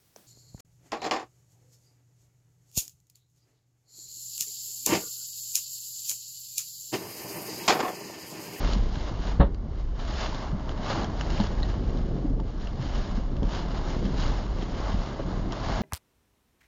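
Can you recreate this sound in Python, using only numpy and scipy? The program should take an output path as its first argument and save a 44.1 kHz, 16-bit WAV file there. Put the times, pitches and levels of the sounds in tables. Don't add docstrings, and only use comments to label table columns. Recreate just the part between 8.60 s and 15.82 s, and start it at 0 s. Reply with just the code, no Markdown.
import sys
import numpy as np
from scipy import signal
from scipy.fft import rfft, irfft
from scipy.io import wavfile
from scipy.ndimage import uniform_filter1d

SR = 44100
rng = np.random.default_rng(int(sys.argv[2]) if len(sys.argv) > 2 else 0)


def persist_wave(psi):
    counts = np.round(np.clip(psi, -1, 1) * 32767).astype(np.int16)
    wavfile.write(sys.argv[1], SR, np.atleast_2d(counts).T)


N = 318402

# (time [s], cabin boom [dB], roar over the body [dB], extra drumming on the roof [dB])
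STORM = [(0, -25, -31.5, 1), (.2, -24, -35, -5), (.3, -29, -37, -4), (.68, -27.5, -35.5, -2.5),
         (1.0, -31, -40, -2.5), (1.25, -27.5, -41.5, -5), (1.6, -34, -38, -2), (1.95, -29.5, -38.5, 1.5),
         (2.4, -36, -32.5, 2), (2.56, -33.5, -34, 0), (2.68, -29.5, -33, -1.5), (3.1, -26.5, -34, -2),
         (3.5, -30, -31, -3), (3.8, -26.5, -33.5, -5.5), (4.0, -28, -38.5, -4), (4.3, -29.5, -36.5, -3.5),
         (4.75, -27, -35, -2), (4.84, -25, -35.5, -2.5), (4.95, -36, -34.5, -2), (5.17, -28.5, -34.5, 0.5),
         (5.5, -28.5, -31, -5), (5.7, -27, -34.5, -0.5), (6.1, -31, -34.5, -3), (6.27, -28.5, -36, 2.5),
         (6.39, -25, -33.5, -1.5), (6.48, -44, -36.5, -2), (6.7, -33.5, -33, 0.5), (6.87, -29.5, -32, 1),
         (7.02, -38, -34.5, 1), (7.1, -27, -35.5, 2.5), (7.22, -36, -34, 1.5)]
# (frequency [Hz], relative gain [dB])
ROOF_COLOUR = [(15, -39.5), (150, -4), (350, -2), (480, -7.5), (550, 2), (800, 0.5), (1150, -2), (1350, -8),
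               (1700, -15), (2100, -14), (2550, -44.5), (7000, -42)]
# (frequency [Hz], relative gain [dB])
GLASS_COLOUR = [(15, -63), (700, -40), (1700, 2), (2200, -4.5), (2550, -5), (2920, 2), (3300, -1),
                (4100, -1.5), (5200, -4), (6200, -11), (6800, -7), (7400, -23.5)]


def undb(db):
    return 10 ** (np.asarray(db) / 20)


def unit(x):
    return x / np.sqrt(np.mean(x ** 2))


def curves(rows):
    times, *columns = np.transpose(rows)
    return [np.interp(np.arange(N) / SR, times, column) for column in columns]


def fade(t60, size):
    return np.exp(-np.log(1000) * np.arange(size) / SR / max(t60, .003))


def colour(x, points):
    hz, db = np.transpose(points)
    size = 8192
    log_hz = np.log(np.fft.rfftfreq(size, 1 / SR) + 1)
    log_gain = np.interp(log_hz, np.log(hz), db) * np.log(10) / 20
    cepstrum = irfft(log_gain)
    cepstrum[1:size // 2] *= 2
    cepstrum[size // 2 + 1:] = 0
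    response = irfft(np.exp(rfft(cepstrum)))
    return signal.oaconvolve(x, response)[:len(x)]


def ring(x, hz, width):
    return signal.lfilter(*signal.iirpeak(hz, hz / width, fs=SR), x)


def walk(rate):
    hold = int(SR / rate)
    levels = rng.standard_normal(N // 50)[:N // hold + 1]
    steps = np.repeat(levels, hold)
    smooth = uniform_filter1d(uniform_filter1d(steps, hold), hold)
    return unit(smooth[:N])


def drops(per_s, spread_db, hiss):
    hit = rng.random(N) < per_s / SR
    size = np.minimum(rng.exponential(size=N), 3.5)
    power = hit * undb(2 * spread_db * size)
    splash = signal.lfilter([1], [1, -np.exp(-1 / (.0015 * SR))], power)
    return np.sqrt(splash / splash.mean() + hiss ** 2) * rng.standard_normal(N)


def wind():
    # (frequency [Hz], width [Hz], relative level [dB])
    cabin_modes = [(43.1, 13.1, 0), (29, 11.9, 0), (62.6, 46, -13)]
    # (frequency [Hz], relative gain [dB])
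    roar_colour = [(15, -23), (60, -4), (110, -2), (200, -4.5), (300, -8.5), (420, -13), (700, -21.5),
                   (1500, -65.5), (7000, -75)]
    buffet_db, buffets_per_s = 1.5, 12
    boom_db, roar_db, _ = curves(STORM)
    boom = 0
    for hz, width, db in cabin_modes:
        mode = ring(ring(rng.standard_normal(N), hz, width), hz, 3 * width)
        boom = boom + undb(db) * unit(mode)
    power = uniform_filter1d(boom ** 2, int(0.037 * SR))
    boom = boom / (power + .05) ** 0.23
    roar = colour(drops(300., 2.5, 1.0), roar_colour)
    boom_level = undb(boom_db + buffet_db * walk(buffets_per_s))
    roar_level = undb(roar_db + 0.87 * walk(26))
    return unit(boom) * boom_level + unit(roar) * roar_level


def spray_db():
    # (time of the peak [s], spray on the glass [dB], rise [s per 10 dB], fading [s per 10 dB])
    sheets = [(-0.015, -40.2, 0.023, 0.04), (0.113, -39.9, 0.201, 0.065), (0.353, -52.1, 0.085, 0.131),
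              (0.483, -46.2, 0.43, 0.05), (0.677, -44.2, 0.113, 0.075), (1.203, -55.8, 0.081, 0.057),
              (1.405, -47.4, 0.027, 0.244), (1.635, -36.1, 0.108, 0.061), (1.792, -45.5, 0.184, 0.12),
              (2.099, -51.2, 0.113, 0.09), (2.303, -37.5, 0.069, 0.123), (2.422, -46.9, 0.146, 0.021),
              (2.609, -49.6, 0.062, 0.219), (2.799, -41.3, 0.153, 0.115), (3.111, -49.4, 0.332, 0.103),
              (3.279, -55.3, 0.124, 0.197), (3.407, -55.8, 0.175, 0.206), (3.621, -60.8, 0.582, 0.113),
              (3.893, -58.4, 0.082, 0.12), (4.049, -49.6, 0.08, 0.093), (4.224, -49.7, 0.057, 0.415),
              (4.366, -44.9, 0.145, 0.139), (4.576, -52.4, 0.254, 0.032), (4.955, -42.6, 0.085, 0.126),
              (5.175, -46.4, 0.114, 0.089), (5.297, -44.9, 0.096, 0.101), (5.458, -47.8, 0.071, 0.094),
              (5.618, -40.3, 0.059, 0.157), (5.792, -50.7, 0.511, 0.066), (6.015, -52.2, 0.094, 0.051),
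              (6.272, -45.8, 0.381, 0.463), (6.746, -55.6, 0.27, 0.514), (6.932, -47.5, 0.025, 0.175),
              (7.033, -44.2, 0.032, 0.168), (7.156, -42.1, 0.145, 0.193)]
    drizzle_db = -66
    t = np.arange(0, N, 64) / SR
    peak_s, db, rise, fading = np.transpose(sheets)[:, :, None]
    s_per_10_db = np.maximum(np.where(t < peak_s, rise, fading), 1 / 100)
    sheets_db = db - 10 * np.abs(t - peak_s) / s_per_10_db
    power = undb(2 * drizzle_db) + undb(2 * sheets_db).sum(axis=0)
    return np.interp(np.arange(N) / SR, t, 10 * np.log10(power))


def rain():
    roof_offset_db, roof_follows = -10, 0.62
    glass_db = spray_db()
    extra_db = curves(STORM)[-1]
    roof_db = roof_offset_db + roof_follows * glass_db + extra_db
    patches = walk(25)
    splash = drops(570.0, 3.1, 1.4)
    roof = unit(colour(splash, ROOF_COLOUR)) * undb(roof_db + 0.7 * patches)
    glass_level = undb(glass_db + 0.45 * patches + .8 * walk(70))
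    glass = unit(colour(splash, GLASS_COLOUR)) * glass_level
    return roof + glass


def cabin(x):
    t60_s, level_db = 0.06, -9
    size = SR // 4
    tail = rng.standard_normal(size) * fade(t60_s, size)
    tail = tail / np.sqrt(np.sum(tail ** 2))
    return x + undb(level_db) * signal.oaconvolve(x, tail)[:N]


def ticks():
    # (time [s], peak [dB], pitch [Hz], share of ringing [0-1])
    grit = [(0.1336, -23, 4410, 0.38), (0.356, -33, 3000, 0.3), (0.946, -37.5, 4730, 0.14),
            (1.3991, -34, 2840, 0), (1.746, -29, 3530, 0.3), (1.997, -40, 2910, 0.2),
            (2.093, -26.5, 3160, 0.2), (2.263, -28.5, 2840, 0.07), (2.4325, -27, 3900, 0.4),
            (2.413, -38, 3100, 0.2), (2.444, -28, 3240, 0.3), (2.597, -32, 2780, 0.2),
            (2.6106, -20.5, 2930, 0.25), (2.7032, -27, 2870, 0.1), (2.7786, -34, 2730, 0.64),
            (2.802, -19.5, 4100, 0.34), (2.8366, -30.5, 2950, 0.2), (2.8696, -27, 3300, 0.2),
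            (3.0302, -24, 4050, 0.7), (3.034, -39, 4030, 0.5), (3.3732, -35.5, 3480, 0.5),
            (3.8012, -36.5, 3280, 0.2), (4.072, -32, 2830, 0.4), (4.7666, -37, 2900, 0.27),
            (4.831, -33, 3160, 0.2), (5.602, -29, 3360, 0.1), (6.023, -30.5, 2900, 0.26),
            (6.9226, -28, 3000, 0)]
    t60_s = .013
    out, size = np.zeros(N + SR), SR // 8
    for s, db, hz, share in grit:
        burst = rng.standard_normal(size) * fade(t60_s, size)
        burst[0] += 5
        crack = unit(colour(burst, GLASS_COLOUR)) + unit(colour(burst, ROOF_COLOUR))
        share = np.clip(share, 0, 1)
        ringing = unit(ring(ring(crack, hz, 700.), hz, 900.))
        crack = (1 - share) * unit(crack) + share * ringing
        start = int(s * SR)
        out[start:start + size] += undb(db) * crack / np.abs(crack).max()
    return out[:N]


def wiper():
    # (time [s], level [dB], pitch of the cowl [Hz], t60 [s])
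    bumps = [(0.151, -22.5, 195, 0.094), (1.025, -38.5, 212, 0.12), (1.92, -20, 140, 0.046),
             (1.939, -24, 201, 0.06), (2.794, -15.5, 202, 0.079), (3.641, -21, 289, 0.051),
             (3.696, -23, 263, 0.063), (4.571, -21, 212, 0.032), (5.44, -22.5, 192.6, 0.14),
             (6.335, -19, 183, 0.019), (7.198, -22.5, 217, 0.084)]
    swell_s = 0.014
    out, size = np.zeros(N + SR), SR // 4
    t = np.arange(size) / SR
    for s, db, hz, t60 in bumps:
        dying = fade(t60, size)
        shape = np.where(t < swell_s, t / swell_s, dying / dying[int(swell_s * SR)])
        tone = np.sin(2 * np.pi * hz * t)
        tone += 0.12 * np.sin(2 * np.pi * 1.402 * hz * t)
        tone += 0.5 * np.sin(2 * np.pi * 0.47 * hz * t)
        start = int(s * SR)
        out[start:start + size] += undb(db) * shape * tone
    return out[:N]


def thuds():
    # (frequency [Hz], relative level [dB], t60 before damping [s])
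    body_panels = [(59.3, -3.5, 0.3), (125.3, -6, 0.18), (165.3, -2, 0.12), (194, -5, 0.19),
                   (265, -3.5, 0.15), (344, -12.5, 0.31), (408.4, -5, 0.11), (556.5, -6, 0.17),
                   (720, -6.5, 0.064), (865, -15.5, 0.19), (936, -23.5, 0.3), (1104, -9, 0.1),
                   (1540, -19.5, 0.11), (1540, -29, 0.14), (1720, -45.5, .13), (1870, -17, 0.14),
                   (2950, -35, .1), (3000, -31, .11), (3553, -30, .1), (4200, -32, .07)]
    # (time [s], blow [dB], pitch of the struck panel [Hz], spread over other panels [octaves],
    # damping [factor], rattle relative to the blow [dB])
    blows = [(.796, -6.5, 59, 0.41, 1.6, -19), (0.8014, -6, 180, 1.1, 1.4, -13.5),
             (.807, -15.5, 595, 1.3, 1.02, -5.5), (2.375, -28, 209, 0.42, 0.97, -1.5),
             (2.8, -21, 870, 0.29, 4.7, -15), (2.84, -24, 307, 1.6, 5.2, -5),
             (3.002, -36, 600, .5, 2.1, -11), (3.03, -34.5, 1800, 0.48, 1.7, -7),
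             (3.627, -34, 595, 0.62, 3.2, -14), (3.652, -33, 605, 0.68, 1.9, -17),
             (3.796, -31, 870, 0.28, 2.9, -13), (4.197, -19.5, 130, 0.22, 1.36, -34),
             (4.233, -36.5, 700, 0.5, 2.1, -16), (4.823, -17.5, 250, 1.23, 1.37, -47),
             (5.292, -30.5, 208, 0.15, 0.74, -38), (6.594, -23, 465, 0.47, 2.2, -9)]
    # (frequency [Hz], relative gain [dB])
    trim_colour = [(15, -16), (300, 6.5), (600, 1), (1200, -6), (1800, -12), (2500, -26.5), (2900, -17.5),
                   (4300, -25), (5000, -67), (7400, -63)]
    out, size = np.zeros(N + SR), SR // 2
    t = np.arange(size) / SR
    contact = 1 - np.exp(-t / 0.00087)
    for s, db, struck_hz, spread, damping, rattle_db in blows:
        detune = 1 + 0.016 * rng.standard_normal(len(body_panels))
        panels = np.zeros(size)
        for k, (hz, panel_db, t60) in enumerate(body_panels):
            sign = 1 if k else -1
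            distance = np.log2(hz / struck_hz) / spread
            tone = np.sin(2 * np.pi * hz * detune[k] * t) * fade(t60 / damping, size)
            panels += sign * undb(panel_db - 5.7 * distance ** 2) * tone
        panels *= contact
        rattle = unit(colour(rng.standard_normal(size), trim_colour))
        rattle = rattle * fade(.18 / damping, size) * contact
        thud = panels / np.abs(panels).max() + undb(rattle_db) * rattle
        start = int(s * SR)
        out[start:start + size] += undb(db) * thud
    return out[:N]


def scene():
    return (wind() + rain() + cabin(ticks()) + wiper() + thuds())[None, :]


def record(dry):
    top_hz = 7450
    low_pass = signal.ellip(12, .3, 75, top_hz, fs=SR, output="sos")
    return signal.sosfilt(low_pass, dry)


dry = scene()
out = record(dry)
persist_wave(out)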